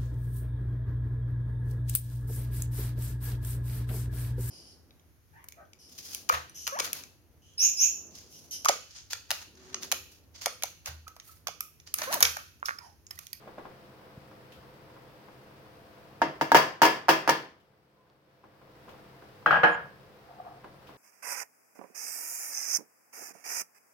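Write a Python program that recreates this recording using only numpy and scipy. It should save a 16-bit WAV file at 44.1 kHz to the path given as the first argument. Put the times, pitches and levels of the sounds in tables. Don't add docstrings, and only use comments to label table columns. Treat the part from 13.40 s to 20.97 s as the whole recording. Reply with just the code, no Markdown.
import sys
import numpy as np
from scipy import signal
from scipy.fft import rfft, irfft
from scipy.io import wavfile
from scipy.ndimage import uniform_filter1d, minimum_filter1d

SR = 44100
rng = np.random.default_rng(int(sys.argv[2]) if len(sys.argv) > 2 else 0)


def transcribe(signal):
    frames = np.atleast_2d(signal).T
    limited = np.clip(frames, -1, 1)
    pcm = np.round(limited * 32767).astype(np.int16)
    wavfile.write(sys.argv[1], SR, pcm)


N = 333837
TAIL = 32768
AGE = np.arange(TAIL) / SR
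TIME = np.arange(N) / SR


# frequency in Hz, relative level in dB, t60 in seconds.
PAN_MODES = [(143, -33.5, .3), (153, -31.5, .35), (212, -35, .2), (324, -19, .25), (469, -26, .22),
             (527, -25, .2), (638, -23.5, .33), (723, -23, .2), (924, -18, .24), (968, -24, .22),
             (990, -24, .32), (1055, -27, .38), (1210, -24, .25), (1706, -20.5, .28), (1800, -28.5, .35),
             (2099, -29, .24), (2342, -30.5, .2), (2616, -34, .3), (2730, -29, .33), (2865, -33, .3),
             (3170, -29.5, .33), (3480, -36, .2), (4505, -35, .28), (5421, -40, .33), (6420, -35, .15),
             (4780, -35, .36), (4925, -38.5, .34)]
# frequency in Hz, relative level in dB per Hz.
PAN_WASH = [(25, -39.5), (115, -24), (150, -14.5), (230, -14), (310, -5.5), (500, -3), (950, -1.5),
            (1450, -8), (1750, -3.5), (2400, -11.5), (4000, -19), (5100, -16.5), (8000, -32), (11500, -29),
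            (15000, -25)]
# frequency in Hz, relative level in dB, t60 in seconds.
SPOON_MODES = [(279.5, -25.5, 0.21), (696, -20.5, 0.017), (805, -23.5, 0.084), (933, -6.5, 0.063),
               (1635, -13, 0.078)]
PORT_LAG_S = .00014


def knocks():
    out = np.zeros((2, N))
    hollow = 0
    for hz, db, t60 in SPOON_MODES:
        hollow = hollow + from_db(db) * dying(t60) * np.sin(2 * np.pi * hz * AGE)
    pulse = thud(low_hz=584, high_hz=1530, order=3) + hollow * (1 - np.exp(-AGE / 0.0016))
    contact = np.array([np.interp(AGE - PORT_LAG_S, AGE, pulse), pulse])

    def pan_wash():
        return wash(PAN_WASH, early_db=5.5, early_t60=.085, rise_s=0.0015)

    shared = pan_wash()
    for s, db, ring_db, bright_db, bass_db in knock_contacts():
        crack = from_db(-12.5) * filtered(diffuse(PAN_WASH, TAIL), 2900, "high") * dying(0.042)
        body = from_db(-23.0) * (shared + pan_wash())
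        body = body + from_db(-2.5) * ringing(PAN_MODES, spread_db=1.0)
        body = body + from_db(-17.5) * chatter()
        blow = from_db(-1.0) * contact + crack + from_db(ring_db) * body
        add(out, s, from_db(db) * shelved(blow, bright_db, bass_db))
    return out


# start in seconds, tap level in dB, tap ring in dB, tap brightness in dB,
# slam delay in seconds (3 ms or less: no slam), slam level in dB, rebound against slam in dB.
KNOCKS = [(2.8175, -5.5, -2.5, -16, 0.000047, 0, 0), (3.0116, -9, -2, -3, 0, 0, 0),
          (3.118, -0.5, -10.5, -2, .028, 12.5, -9), (3.4181, 8.5, -1.5, 4, 0.013, 8, -5),
          (3.684, 4.5, -6.5, -3.5, .0056, 11, -15.5), (3.8762, 3, -3, -1, 0.015, 6.5, -30)]
TAP_BASS_DB = 3.5
SLAM_RING_DB, SLAM_BRIGHT_DB, SLAM_BASS_DB = 1.95, -0.8, -5.5
REBOUND_S, REBOUND_RING_DB, REBOUND_BASS_DB = .019, 7, -6


def knock_contacts():
    for s, db, ring_db, bright_db, delay_s, slam_db, rebound_db in KNOCKS:
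        yield s, db, ring_db, bright_db, TAP_BASS_DB
        if delay_s > .003:
            slam_s = s + delay_s
            yield slam_s, slam_db, SLAM_RING_DB, SLAM_BRIGHT_DB, SLAM_BASS_DB
            yield slam_s + REBOUND_S, slam_db + rebound_db, REBOUND_RING_DB, SLAM_BRIGHT_DB, REBOUND_BASS_DB


def chatter(per_s=140, t60=0.12):
    clicks = (rng.random(TAIL) < per_s / SR) * rng.uniform(.4, 1, TAIL) * dying(t60)
    click_colour = [(600, -13.0), (1600, -6.0), (2900, -3.5), (4000, -8.0),   # Hz, relative dB per Hz
                    (5300, -1.5), (6500, -4.5), (8000, -13.5), (15000, -10.5)]
    click = diffuse(click_colour, TAIL) * dying(0.019)
    return signal.fftconvolve(clicks[None], click, axes=1)[:, :TAIL]


# frequency in Hz, relative level in dB, t60 in seconds.
BOWL_MODES = [(154.4, -29, 0.19), (246, -33, 0.19), (317, -27.5, .25), (478, -25.5, 0.36),
              (576, -32.5, 0.51), (723, -23, 0.34), (799, -19.5, 0.16), (865, -23.5, 0.33), (1222, -28, .3),
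              (1300, -27, .3), (1450, -26, .33), (1500, -21, .2), (1595, -21, .23), (1652, -14.5, .37),
              (1852, -33, .35), (3176, -33, .39), (4940, -56, .5), (13400, -52, .2), (2300, -36, 0.22),
              (2535, -31, .18), (14260, -55, 0.24)]
# frequency in Hz, relative level in dB per Hz.
BOWL_WASH = [(25, -40), (110, -26.5), (160, -7.5), (240, -22), (480, -8), (800, -0.5), (1300, -2),
             (1650, 1), (2050, -10.5), (3100, -13.5), (3700, -29), (5000, -31), (7000, -49.5), (15000, -47)]


def bowl_set_down():
    out = np.zeros((2, N))
    contact = thud(low_hz=1130, high_hz=1580, order=3) * panned(5.0)
    for s, db, ring_db, bright_db in rocking():
        body = from_db(-14.0) * wash(BOWL_WASH, early_db=7.5, early_t60=0.046, rise_s=0.0023)
        body = body + from_db(1.5) * ringing(BOWL_MODES, spread_db=1.6)
        blow = contact + from_db(ring_db) * body * panned(0.47)
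        add(out, s, from_db(db) * shelved(blow, bright_db))
    return out


# start in seconds, level in dB, ring in dB,
# brightness of the landing in dB, first bounce in seconds, loss per bounce in dB.
SET_DOWN = [(6.0607, -6.5, -3.5, 1.5, .014, 8.5), (6.1079, -7.5, -3, 2, .0185, 2),
            (6.2328, -10, 5.5, -2, .0048, 2.5)]
BOUNCE_SHRINK, BOUNCE_DULL_DB = .86, -12


def rocking(count=4):
    for s, db, ring_db, bright_db, bounce_s, loss_db in SET_DOWN:
        yield s, db, ring_db, bright_db
        for k in range(count):
            s = s + bounce_s * BOUNCE_SHRINK ** k
            yield s, db - loss_db * (k + 1), ring_db, bright_db + BOUNCE_DULL_DB


# start in seconds, level in dB, pitch in Hz.
TOUCHES = [(.076, -37, 610), (.182, -32.5, 600), (.254, -34.5, 800), (.914, -43.5, 1140),
           (1.565, -43, 1110), (1.885, -44, 800), (4.70, -44, 3880), (5.04, -35.5, 920),
           (5.215, -42.5, 1000), (5.483, -39.5, 990), (5.824, -43, 1300), (7.244, -33.5, 1150),
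           (7.492, -40, 970)]
# frequency in Hz, relative level in dB per Hz.
TOUCH_WASH = [(100, -9.5), (400, 6.5), (750, 4.5), (1600, -3), (2300, -15.5), (5000, -29), (8000, -45),
              (15000, -39.5)]
# start in seconds, level in dB, pitch in Hz.
BUMPS = [(.776, -38, 131), (1.186, -47, 99)]
# start in seconds, initial level in dB.
LEAVES = [(1.12, -54), (4.2, -59), (5.491, -57), (7.471, -56)]
GRAZE_S, GRAZE_DB = .005, -11


def handling():
    out = np.zeros((2, N))
    tail = from_db(-13.5) * wash(TOUCH_WASH, early_db=6.0, early_t60=0.13, rise_s=0.00068)
    for s, db, hz in [*TOUCHES, *fidgets()]:
        touch = thud(hz / 1.35, hz * 1.26) + tail
        add(out, s - GRAZE_S, from_db(db + GRAZE_DB) * touch)
        add(out, s, from_db(db) * touch)
    for s, db, hz in BUMPS:
        add(out, s, from_db(db) * thud(hz / 1.8, hz * 1.5))
    leaf_colour = [(500, -24), (3000, 9), (8000, -13), (15000, -6)]   # Hz, relative dB per Hz
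    for s, db in LEAVES:
        add(out, s, from_db(db) * dying(0.3) * diffuse(leaf_colour, TAIL))
    return out


FIDGETS_PER_S, FIDGET_DB, FIDGET_HZ = 3.2, -47.5, 1040


def fidgets(count=40):
    wait, pitch = rng.random((count, 2)).T
    times = np.cumsum(-np.log(1 - wait)) / FIDGETS_PER_S
    rows = np.c_[times, np.full(count, FIDGET_DB), FIDGET_HZ * 2 ** (pitch - .5)]
    return rows[(times > GRAZE_S) & (times < N / SR)]


# time in seconds, level in dB before trim.
SLIDE = [(6.8, -66), (6.808, -68), (6.92, -51), (6.976, -55), (7.004, -42.5), (7.02, -55), (7.07, -46),
         (7.2, -59.5)]
# frequency in Hz, relative level in dB, t60 in seconds.
SLIDE_MODES = [(730, 0.5, 0.064), (876, -2, 0.027), (1200, 3, 0.012), (1680, -2.5, 0.011)]
SLIDE_TRIM_DB = 2.1


def slide(slips_per_s=900):
    s, db = np.transpose(SLIDE)
    slips = (rng.random(N) < slips_per_s / SR) * rng.standard_normal(N)
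    rub = signal.fftconvolve(slips[None], ringing(SLIDE_MODES, spread_db=3.5), axes=1)[:, :N]
    level = from_db(SLIDE_TRIM_DB + np.interp(TIME, s, db))
    return rms_one(rub) * level * (TIME > s[0]) * (TIME < s[-1])


# middle in seconds, length in seconds, pitch in Hz, peak level in dB.
SQUEAKS = [(4.617, 0.19, 1021, -55.5), (6.308, 0.14, 9460, -63.5), (6.339, 0.064, 7020, -57.5)]


def squeaks():
    out = np.zeros(N)
    for s, length, hz, db in SQUEAKS:
        swell = np.sin(np.pi * np.clip((TIME - s) / length + .5, 0, 1)) ** 2
        waver = rms_one(filtered(rng.standard_normal(N), 15, "low"))
        out += from_db(db) * swell * np.sin(2 * np.pi * hz * TIME + waver)
    return out


# frequency in Hz, relative level in dB per Hz.
AIR = [(12, -35), (30, -18), (60, -9.5), (130, -4.5), (241, -11), (400, -8), (513, -4.5), (600, -10.5),
       (1000, -11.5), (1780, -17), (4000, -26), (5090, -27), (7030, -40.5), (15800, -32)]
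AIR_DB = -54
# frequency in Hz, rms level in dB.
HUM = [(100, -81), (135.5, -64), (204, -68.5), (310, -68), (512, -66.5), (678, -69)]


def hob(waver_hz=4.2):
    out = from_db(AIR_DB) * diffuse(AIR, N)
    for hz, db in HUM:
        waver = rms_one(filtered(rng.standard_normal(N + SR), waver_hz, "low")[SR:])
        out = out + from_db(db) * np.sqrt(2) * np.sin(2 * np.pi * hz * TIME + 1.1 * waver)
    return out


def simmer(level_db=-74):
    pop_db = 2 * np.minimum(rng.exponential(1, N), 3)
    pops = (rng.random(N) < 120 / SR) * from_db(pop_db)
    tick_colour = [(400, -8), (1500, 0), (5000, -6), (7000, -17), (15000, -17)]   # Hz, relative dB per Hz
    tick = diffuse(tick_colour, TAIL) * dying(.025)
    return from_db(level_db) * rms_one(signal.fftconvolve(pops[None], tick, axes=1)[:, :N])


def thud(low_hz, high_hz, order=2):
    band_hz = [low_hz, max(high_hz, low_hz + 20)]
    pulse = filtered(signal.unit_impulse(TAIL), band_hz, "band", order=order)
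    return pulse / np.abs(pulse).max()


def ringing(modes, spread_db):
    out = 0
    for hz, db, t60 in modes:
        apart = np.arccos(np.clip(at_hz(LIKENESS, hz), -1, 1)) * rng.choice([-.5, .5])
        phase = rng.uniform(0, 2 * np.pi) + apart * np.array([[1], [-1]])
        gain = from_db(db + spread_db * rng.standard_normal()) * panned(at_hz(PORTS, hz))
        onset = 1 - np.exp(-AGE * hz)
        out = out + gain * dying(t60) * np.sin(2 * np.pi * hz * AGE + phase) * onset
    return out


# frequency in Hz, t60 in seconds.
KITCHEN_T60 = [(100, 1), (260, 0.45), (700, 0.39), (1800, 0.42), (5000, 0.39), (13000, .28)]


def wash(spectrum, early_db, early_t60, rise_s):
    hz = np.fft.rfftfreq(TAIL, 1 / SR)
    steps_hz = 70 * np.arange(320)
    uneven_db = 5 * np.interp(hz, steps_hz, rng.standard_normal(len(steps_hz))) * hz / (hz + 900)
    noise = rfft(diffuse(spectrum, TAIL)) * from_db(uneven_db)
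    centres = np.geomspace(100, 12800, 8)
    out = 0
    for centre, share in zip(centres, np.eye(len(centres))):
        band = irfft(noise * at_hz(np.c_[centres, share], hz))
        early = from_db(early_db) * dying(early_t60)
        out = out + band * np.hypot(dying(at_hz(KITCHEN_T60, centre)), early)
    return out * (1 - np.exp(-AGE / rise_s))


# frequency in Hz, left-right correlation from -1 to 1.
LIKENESS = [(60, .65), (150, 0.77), (350, 0.93), (900, 0.165), (1300, -0.06), (2400, 0.028), (6000, 0)]
# frequency in Hz, left minus right in dB.
PORTS = [(60, -0.5), (150, 4.5), (400, -1.5), (1300, 2.5), (2400, -0.5), (4400, 4.5), (8000, 11.5),
         (11000, 3), (15000, -2.5)]


def diffuse(spectrum, size):
    hz = np.fft.rfftfreq(size, 1 / SR)
    mid, side = rfft(rng.standard_normal((2, size)))
    alike = np.clip(at_hz(LIKENESS, hz), -1, 1)
    both = np.sqrt(1 + alike) * mid + np.sqrt(1 - alike) * side * [[1], [-1]]
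    coloured = both * from_db(at_hz(spectrum, hz)) * panned(at_hz(PORTS, hz))
    return rms_one(irfft(coloured, size))


def shelved(x, treble_db, bass_db=0, treble_hz=2600, bass_hz=330):
    x = x + (from_db(treble_db) - 1) * filtered(x, treble_hz, "high", order=1)
    return x + (from_db(bass_db) - 1) * filtered(x, bass_hz, "low", order=1)


def filtered(x, hz, kind, order=2):
    return signal.sosfilt(signal.butter(order, hz, kind, fs=SR, output="sos"), x + 1e-18)


def dying(t60):
    return np.exp(-np.log(1000) * AGE / t60)


def panned(db):
    return from_db(np.array([[.5], [-.5]]) * db)


def from_db(db):
    return 10 ** (np.asarray(db) / 20)


def rms_one(x):
    return x / np.sqrt(np.mean(x ** 2) + 1e-20)


def at_hz(points, hz):
    known_hz, values = np.transpose(points)
    return np.interp(np.log(np.maximum(hz, 1)), np.log(known_hz), values)


def add(out, s, sound):
    start = int(round(s * SR))
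    out[:, start:start + TAIL] += sound[..., :N - start]


def scene():
    return knocks() + bowl_set_down() + handling() + slide() + squeaks() + hob() + simmer()


def gain_control(x, limit_db=-9, most_db=12, hold_s=1.127, release_db_per_s=22):
    power = uniform_filter1d((x ** 2).max(axis=0), size=176)
    over_db = np.clip(10 * np.log10(np.abs(power) + 1e-12) - limit_db, 0, most_db)
    half = int(hold_s * SR / 2)
    held_db = -minimum_filter1d(-over_db, 2 * half + 1, origin=half, mode="constant")
    release_db = release_db_per_s * TIME
    cut_db = np.maximum.accumulate(held_db + release_db) - release_db
    return x * from_db(-uniform_filter1d(cut_db, size=64))


CUTOFF_HZ = 16000


def record(dry):
    rounded = 1.562 * np.tanh(gain_control(dry) / 1.585)
    return signal.sosfilt(signal.ellip(10, .1, 80, CUTOFF_HZ, fs=SR, output="sos"), rounded)


dry = scene()
out = record(dry)
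transcribe(out)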